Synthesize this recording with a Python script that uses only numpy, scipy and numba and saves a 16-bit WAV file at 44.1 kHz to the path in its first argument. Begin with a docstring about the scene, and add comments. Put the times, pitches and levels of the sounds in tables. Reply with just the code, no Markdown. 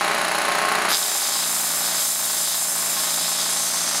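"""A small steam engine chuffs fast on a workbench: two exhaust beats a turn ring the chimney,
the linkage rattles and a gland spits once a turn, over a burner's roar and a thin steam hiss.
Just before one second a valve on the brass boiler is opened: it sputters, then vents a loud jet.
The engine slows a little, the bench starts to drone, and the jet makes a gain control duck the mix.
Near the end the hand beside the jet draws away."""
import sys
import numpy as np
from scipy import signal
from scipy.fft import rfft, irfft
from scipy.io import wavfile
from scipy.ndimage import uniform_filter1d, map_coordinates
from numba import njit

SR = 44100
rng = np.random.default_rng(int(sys.argv[2]) if len(sys.argv) > 2 else 0)


def generate_wav(sig):
    """Save sig (samples, or channels by samples) to the path in sys.argv[1] as 16-bit PCM at SR."""
    pcm = np.round(np.clip(np.atleast_2d(sig).T, -1, 1) * 32767).astype(np.int16)
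    wavfile.write(sys.argv[1], SR, pcm)


N = 176400
T = np.arange(N) / SR
SETTLE_START_S, SETTLE_LENGTH_S = 1.08, .35  # the limp and the drone fade in as the engine slows

# Loose knocks of the linkage (lag/turns, level/dB against the strong beat)
LINKAGE_KNOCKS = [(.115, -8), (.235, -6.5), (.405, -6), (0.452, -5), (.62, -8.5), (.71, -8)]
# EQ of the beats and knocks (f/Hz, level/dB)
ENGINE_EQ = [(30, -25), (110, -18), (165, -3.5), (300, -13), (430, 3), (500, -11), (600, 4), (1100, 0.5),
             (1600, 2.5), (2200, 0), (2700, -2.5), (3300, -14), (4500, -10), (8000, -56), (16000, -57)]
# Engine fader (t/s, level/dB)
ENGINE_FADER = [(0, -22), (.3, -24), (.65, -22.5), (4, -24.5)]
def engine(turns):
    """A strong and a weak exhaust beat each turn ring the chimney; steam puffs, the linkage rattles."""
    beats = strokes(turns, 0, jitter_s=.00003, scatter_db=.5) + undb(-6) * strokes(turns, .655)
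    rattle = sum(undb(db) * strokes(turns, lag) for lag, db in LINKAGE_KNOCKS)
    puff_age = (turns - .09) % 1  # in turns
    puff = unit(rng.standard_normal(N) * np.exp(-puff_age / .17))
    exhaust = beats + undb(-8.5) * np.std(beats) * puff
    direct = room(undb(-2.5) * exhaust + rattle, wet_db=-8)
    body = -unit(colour(direct + chimney(exhaust), ENGINE_EQ))
    return (body + chuff(turns)) * undb(curve(ENGINE_FADER))


# Resonances of chimney and boiler (f/Hz, t60/s, level/dB)
CHIMNEY_MODES = [(190, 0.13, 2.5), (329, 0.18, 13), (417.7, 0.22, 8), (564, 0.58, 14), (625.8, 0.26, 6.5),
                 (646, 0.28, -0.5), (717, 0.3, 13.5), (792, 0.25, 5), (818, 0.4, 13.5), (1076, 0.24, 18),
                 (1174, 0.18, 11), (1262, 0.042, 8.5), (1504, 0.063, 7.5)]
# Early reflections off bench and wall (delay/s, level/dB)
REFLECTIONS = [(.0036, -5.5), (.0045, -14.5), (.0078, -11.5), (.0088, -7), (0.0175, -7)]
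def chimney(exhaust):
    """The exhaust rings chimney and boiler, and slaps back off bench and wall."""
    delay, echo_db = np.array(REFLECTIONS).T
    response = clicks(delay, undb(echo_db))
    for hz, t60, db in CHIMNEY_MODES:
        decay = np.log(1000) / t60
        response += undb(db) * 2 * decay / SR * np.exp(-decay * T) * np.cos(2 * np.pi * hz * T)
    return ring(exhaust, response)


def chuff(turns):
    """A short falling chimney note after each strong beat; it limps loud-soft once the engine slows."""
    hz = np.geomspace(1350, 540, int(.013 * SR))
    note = np.hanning(len(hz)) * np.sin(2 * np.pi * np.cumsum(hz) / SR)
    odd_turn = np.floor(turns) % 2
    limp_db = -4.5 * (odd_turn - .5) * ramp(SETTLE_START_S, SETTLE_LENGTH_S)
    triggers = strokes(turns, .07, jitter_s=.00015) * undb(limp_db)
    return unit(ring(triggers, note)) * undb(-12)


# Tone of the jet beside the hand (f/Hz, level/dB)
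JET_HAND_EQ = [(500, -28), (2500, -20), (3800, -13), (4400, -15), (5300, -4.5), (5620, -15), (5780, -5),
               (5900, -13), (6330, 0), (6520, -3), (6650, -12), (6770, -4), (6900, -12), (7020, -8),
               (7150, 4), (7450, -2), (7650, 2.5), (7760, -2), (7870, 1), (7990, -11), (8200, -7),
               (8510, 1), (8740, -6), (9100, 1.5), (9380, -3), (9520, -1), (9950, -6), (10130, -12),
               (10280, -7), (10420, -12), (10620, -2), (11050, -8.5), (11500, -4), (12200, -4),
               (12750, -16), (13050, -11), (13500, -19), (14200, -21), (14700, -14), (15400, -14),
               (16000, -20)]
# Tone of the jet in free air (f/Hz, level/dB)
JET_FREE_EQ = [(500, -21), (2500, -13.5), (5200, -0.5), (5650, -2), (6350, 5.5), (6900, -3.5), (7600, 4.5),
               (8000, -7), (8550, 4.5), (9300, -1.5), (10200, -5), (11700, -5), (12600, -7), (13000, -9),
               (13900, -13), (15500, -16)]
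# High-shelf ride on the jet (t/s, level/dB)
JET_SHELF = [(1, 1.5), (1.5, 0.5), (1.65, 2), (2.4, 1.5), (3.1, 0.5), (3.47, -4), (3.58, -6), (3.75, -1),
             (4, -5)]
# Fader of the steam jet and its sizzle (t/s, level/dB)
JET_FADER = [(.9, -29.5), (.955, -13.5), (1.08, -14.5), (1.17, -15.5), (1.42, -16), (1.56, -13),
             (1.67, -14.5), (1.76, -15), (1.94, -16), (2.05, -9.5), (2.16, -11), (2.25, -12), (2.7, -12.5),
             (2.95, -15.5), (3.2, -15), (3.45, -15.5), (3.56, -13), (3.72, -15), (4, -16.5)]
def jet(valve):
    """Fluttering steam hiss; as the hand withdraws, the tone opens and its echo combs downward."""
    hand_leaves_s = 3.48
    away = ramp(hand_leaves_s, .3)
    hiss = noise(JET_HAND_EQ) * np.sqrt(1 - away) + noise(JET_FREE_EQ) * np.sqrt(away)
    hiss = unit(room(hiss, wet_db=-8.5))
    delay_s = .0006 + .0008 * (T - hand_leaves_s)
    hand_echo = map_coordinates(highpass(hiss, 9000), [(T - delay_s) * SR], mode="mirror")
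    hiss += away * undb(-8) * hand_echo
    hiss += highpass(hiss, 12000) * (undb(curve(JET_SHELF)) - 1)
    flutter_db = .67 * wobble(38) + .65 * wobble(400)
    return hiss * valve * undb(curve(JET_FADER) + flutter_db)


# Tone of water in the valve (f/Hz, level/dB)
WATER_EQ = [(800, -28), (2600, -18), (3300, -4), (3900, 0), (4300, -5), (4750, -.5), (5200, 1), (5650, -9),
            (6350, -4.5), (8000, -16), (15000, -30)]
# Sizzle ride (t/s, level/dB against the jet fader)
SIZZLE_FADER = [(.885, -8), (.906, 1), (.945, -1), (.965, -6), (1.08, -6.5), (1.2, -4.5), (1.43, -2.5),
                (1.51, -9), (1.7, -7), (1.78, -9), (1.87, -4.5), (1.98, -5.5), (2.1, -8.5), (2.41, -8),
                (2.47, -3.5), (2.55, -5.5), (2.71, -14.5), (2.82, -7), (2.88, -12), (2.97, -4.5),
                (3.47, -3.5), (3.55, -9), (4, -7)]
# Loud single spits (t/s, level/dB)
WATER_SPITS = [(.9046, -9), (0.925, -13), (.931, -6), (0.9423, -4), (.9462, 2), (0.9526, 2), (0.971, 1),
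               (1.0298, 3), (1.249, -6)]
def water():
    """Droplets tear in the valve: a sizzle with fine crackle, and a few sharp spits as it opens."""
    drops_per_s = 400
    position, size = rng.random((int(drops_per_s * N / SR), 2)).T
    drop_db = np.minimum(-1.5 * np.log(1 - size), 14)  # many small, a few large
    crackle = unit(clicks(position * N / SR, undb(drop_db)))
    sizzle = unit(colour(rng.standard_normal(N) + undb(-6.5) * crackle, WATER_EQ))
    sizzle *= undb(curve(JET_FADER) + curve(SIZZLE_FADER) + .87 * wobble(39))
    sizzle *= T > SIZZLE_FADER[0][0]
    spit_s, spit_db = np.array(WATER_SPITS).T
    click_peak = np.abs(colour(clicks(np.zeros(1), np.ones(1)), WATER_EQ)).max()
    spits = colour(clicks(spit_s, undb(spit_db)), WATER_EQ) / click_peak
    return sizzle + room(spits, wet_db=-15)


# Tone of the barely open valve (f/Hz, level/dB)
SEAT_EQ = [(3000, -20), (8000, -12), (9300, 0), (10200, -7), (10650, 0), (11100, -6), (12100, 1),
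           (13000, -7), (13500, -16), (15500, -28)]
def valve_seat(valve):
    """While the valve is only part open, steam squeezes through as a thin high hiss."""
    return noise(SEAT_EQ) * undb(-24.5) * 2 * np.sqrt(valve) * (1 - valve)


# Tone of the gland leak (f/Hz, level/dB)
GLAND_EQ = [(1500, -39), (3950, 3), (4700, -3), (5000, -10), (5280, -2), (5600, -10), (8000, -7),
            (9150, -4), (9650, 3), (10000, -4), (10300, -4), (10650, 5.5), (11050, 0), (11450, -9),
            (12150, -7), (12700, -13), (13500, -11), (15500, -21)]
def gland(turns):
    """A bright tick of leaking steam just after each strong beat, never twice the same."""
    rise_s, decay_s = .002, .0032
    age_s = (turns - .045 + .008 * wobble(30)) % 1 / curve(SHAFT_SPEED)
    envelope = np.minimum(age_s / rise_s, 1) * np.exp(-age_s / decay_s) * undb(1.1 * wobble(38))
    ticks = colour(rng.standard_normal(N) * envelope, GLAND_EQ)
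    return unit(room(ticks, wet_db=-11)) * undb(-34)


# Partials of the bench drone (multiple of shaft speed)
BENCH_ORDERS = [6, 7, 8, 10, 16, 22]
# Balance of those partials (level/dB)
BENCH_LEVELS = [-37.5, -55, -47, -43, -47.5, -49]
def bench(turns):
    """The bench drones roughly at multiples of the shaft speed once the engine has slowed."""
    drone = np.zeros(N)
    for order, db in zip(BENCH_ORDERS, BENCH_LEVELS):
        partial = unit(np.sin(2 * np.pi * (order * turns + rng.random())))
        drone += partial * undb(db + .5 * wobble(4.2) + wobble(43))
    return drone * ramp(SETTLE_START_S, SETTLE_LENGTH_S)


# Tone of the bed: broad burner roar, with valve resonances as treble peaks (f/Hz, level/dB)
BED_EQ = [(25, -30), (70, -18), (120, -21), (180, -2), (500, -10), (800, -2.5), (2000, -4), (3200, -3.5),
          (3650, -9), (3950, -1.5), (5000, -8), (5280, -8), (5600, -9.5), (6400, -8.5), (6800, -5.5),
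          (7500, -11.5), (9200, -12), (9650, -10), (10200, -15), (10650, -5), (11400, -19), (13000, -18),
          (15500, -35)]
def boiler_bed():
    """Steady background: burner roar plus a thin steam hiss ringing at the valve's resonances."""
    return noise(BED_EQ) * undb(-28.5 + .5 * wobble(50))


def room(x, wet_db, t60_s=.2):
    """Add the workshop's short diffuse reverb."""
    t = T[:SR // 2]
    onset = np.clip(t / .0026 - .5, 0, 1)
    tail = rng.standard_normal(len(t)) * np.exp(-np.log(1000) * t / t60_s) * onset
    return x + undb(wet_db) * ring(x, tail / np.linalg.norm(tail))


def strokes(turns, lag_turns, jitter_s=.0003, scatter_db=1.5):
    """One impulse a turn, each a little off in time and strength."""
    count = np.arange(int(turns[-1]) + 1)
    late, size = rng.standard_normal((len(count), 2)).T
    due_s = np.interp(count + lag_turns, turns, T, right=T[-1] + 1)
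    return clicks(due_s + jitter_s * late, undb(scatter_db * size))


def undb(db):
    """Decibels to gain."""
    return 10 ** (np.asarray(db) / 20)


def unit(x):
    """Scale to rms 1."""
    return x / np.sqrt(np.mean(x ** 2))


def curve(rows):
    """Automation: straight lines through (t/s, value) rows."""
    return np.interp(T, *np.array(rows).T)


def ramp(start_s, length_s):
    """Rise from 0 to 1."""
    return np.clip((T - start_s) / length_s, 0, 1)


def wobble(rate_hz):
    """Smooth random modulation of rms 1."""
    width = int(SR / rate_hz)
    return unit(uniform_filter1d(uniform_filter1d(rng.standard_normal(N), width), width))


def ring(x, response):
    """Pass a sound through an impulse response."""
    return signal.fftconvolve(x, response)[:N]


def colour(x, eq, size=4096):
    """Minimum-phase EQ through (f/Hz, level/dB) points."""
    hz, db = np.array(eq).T
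    bins = np.maximum(np.arange(size // 2 + 1) * SR / size, 1)
    gain = undb(np.interp(np.log(bins), np.log(hz), db))
    cepstrum = irfft(np.log(gain))
    cepstrum[1:size // 2] *= 2
    cepstrum[size // 2 + 1:] = 0
    return ring(x, irfft(np.exp(rfft(cepstrum))))


def noise(eq):
    """Coloured noise of rms 1."""
    return unit(colour(rng.standard_normal(N), eq))


def clicks(times, sizes):
    """Single impulses at the given times."""
    return np.bincount(np.clip(times * SR, 0, N).astype(int), sizes, N + 1)[:N]


def highpass(x, hz):
    """Zero-phase low cut."""
    return signal.sosfiltfilt(signal.butter(4, hz, "highpass", fs=SR, output="sos"), x)


@njit
def follow(power, attack_s, release_s):
    """Envelope follower: quick up, slower down."""
    envelope, held = np.empty(len(power)), 0.
    for i in range(len(power)):
        held += (power[i] - held) / (SR * (attack_s if power[i] > held else release_s))
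        envelope[i] = held
    return envelope


# Engine tempo (t/s, speed/turns per second)
SHAFT_SPEED = [(0.0, 29.517), (0.45, 29.69), (0.9, 30.266), (1.15, 29.447), (1.45, 28.827), (2.0, 28.544),
               (2.4, 28.453), (2.8, 28.495), (3.2, 28.498), (3.6, 28.468), (4.0, 28.722)]
def scene():
    """The shaft clocks the engine layers, the valve lets in the steam; mixed in mono."""
    turns = np.cumsum(curve(SHAFT_SPEED)) / SR - .294 + .0035 * wobble(6)  # strong beats on whole turns
    valve = ramp(start_s=.888, length_s=.085)
    machine = engine(turns) + gland(turns) + bench(turns) + boiler_bed()
    mono = machine + valve_seat(valve) + jet(valve) + water()
    return np.array([mono, mono])


def record(dry):
    """Gain control keyed from the treble lets the jet duck the engine; a steep high cut follows."""
    threshold_db, ratio = -23, 25
    sidechain = uniform_filter1d(highpass(dry[0], 2500) ** 2, int(.006 * SR))
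    level = np.sqrt(np.abs(follow(sidechain, attack_s=.02, release_s=.04)))
    gain = np.maximum(level / undb(threshold_db), 1) ** (1 / ratio - 1)
    high_cut = signal.ellip(12, .1, 90, 15700, fs=SR, output="sos")
    return signal.sosfilt(high_cut, dry * gain)


dry = scene()
out = record(dry)
generate_wav(out)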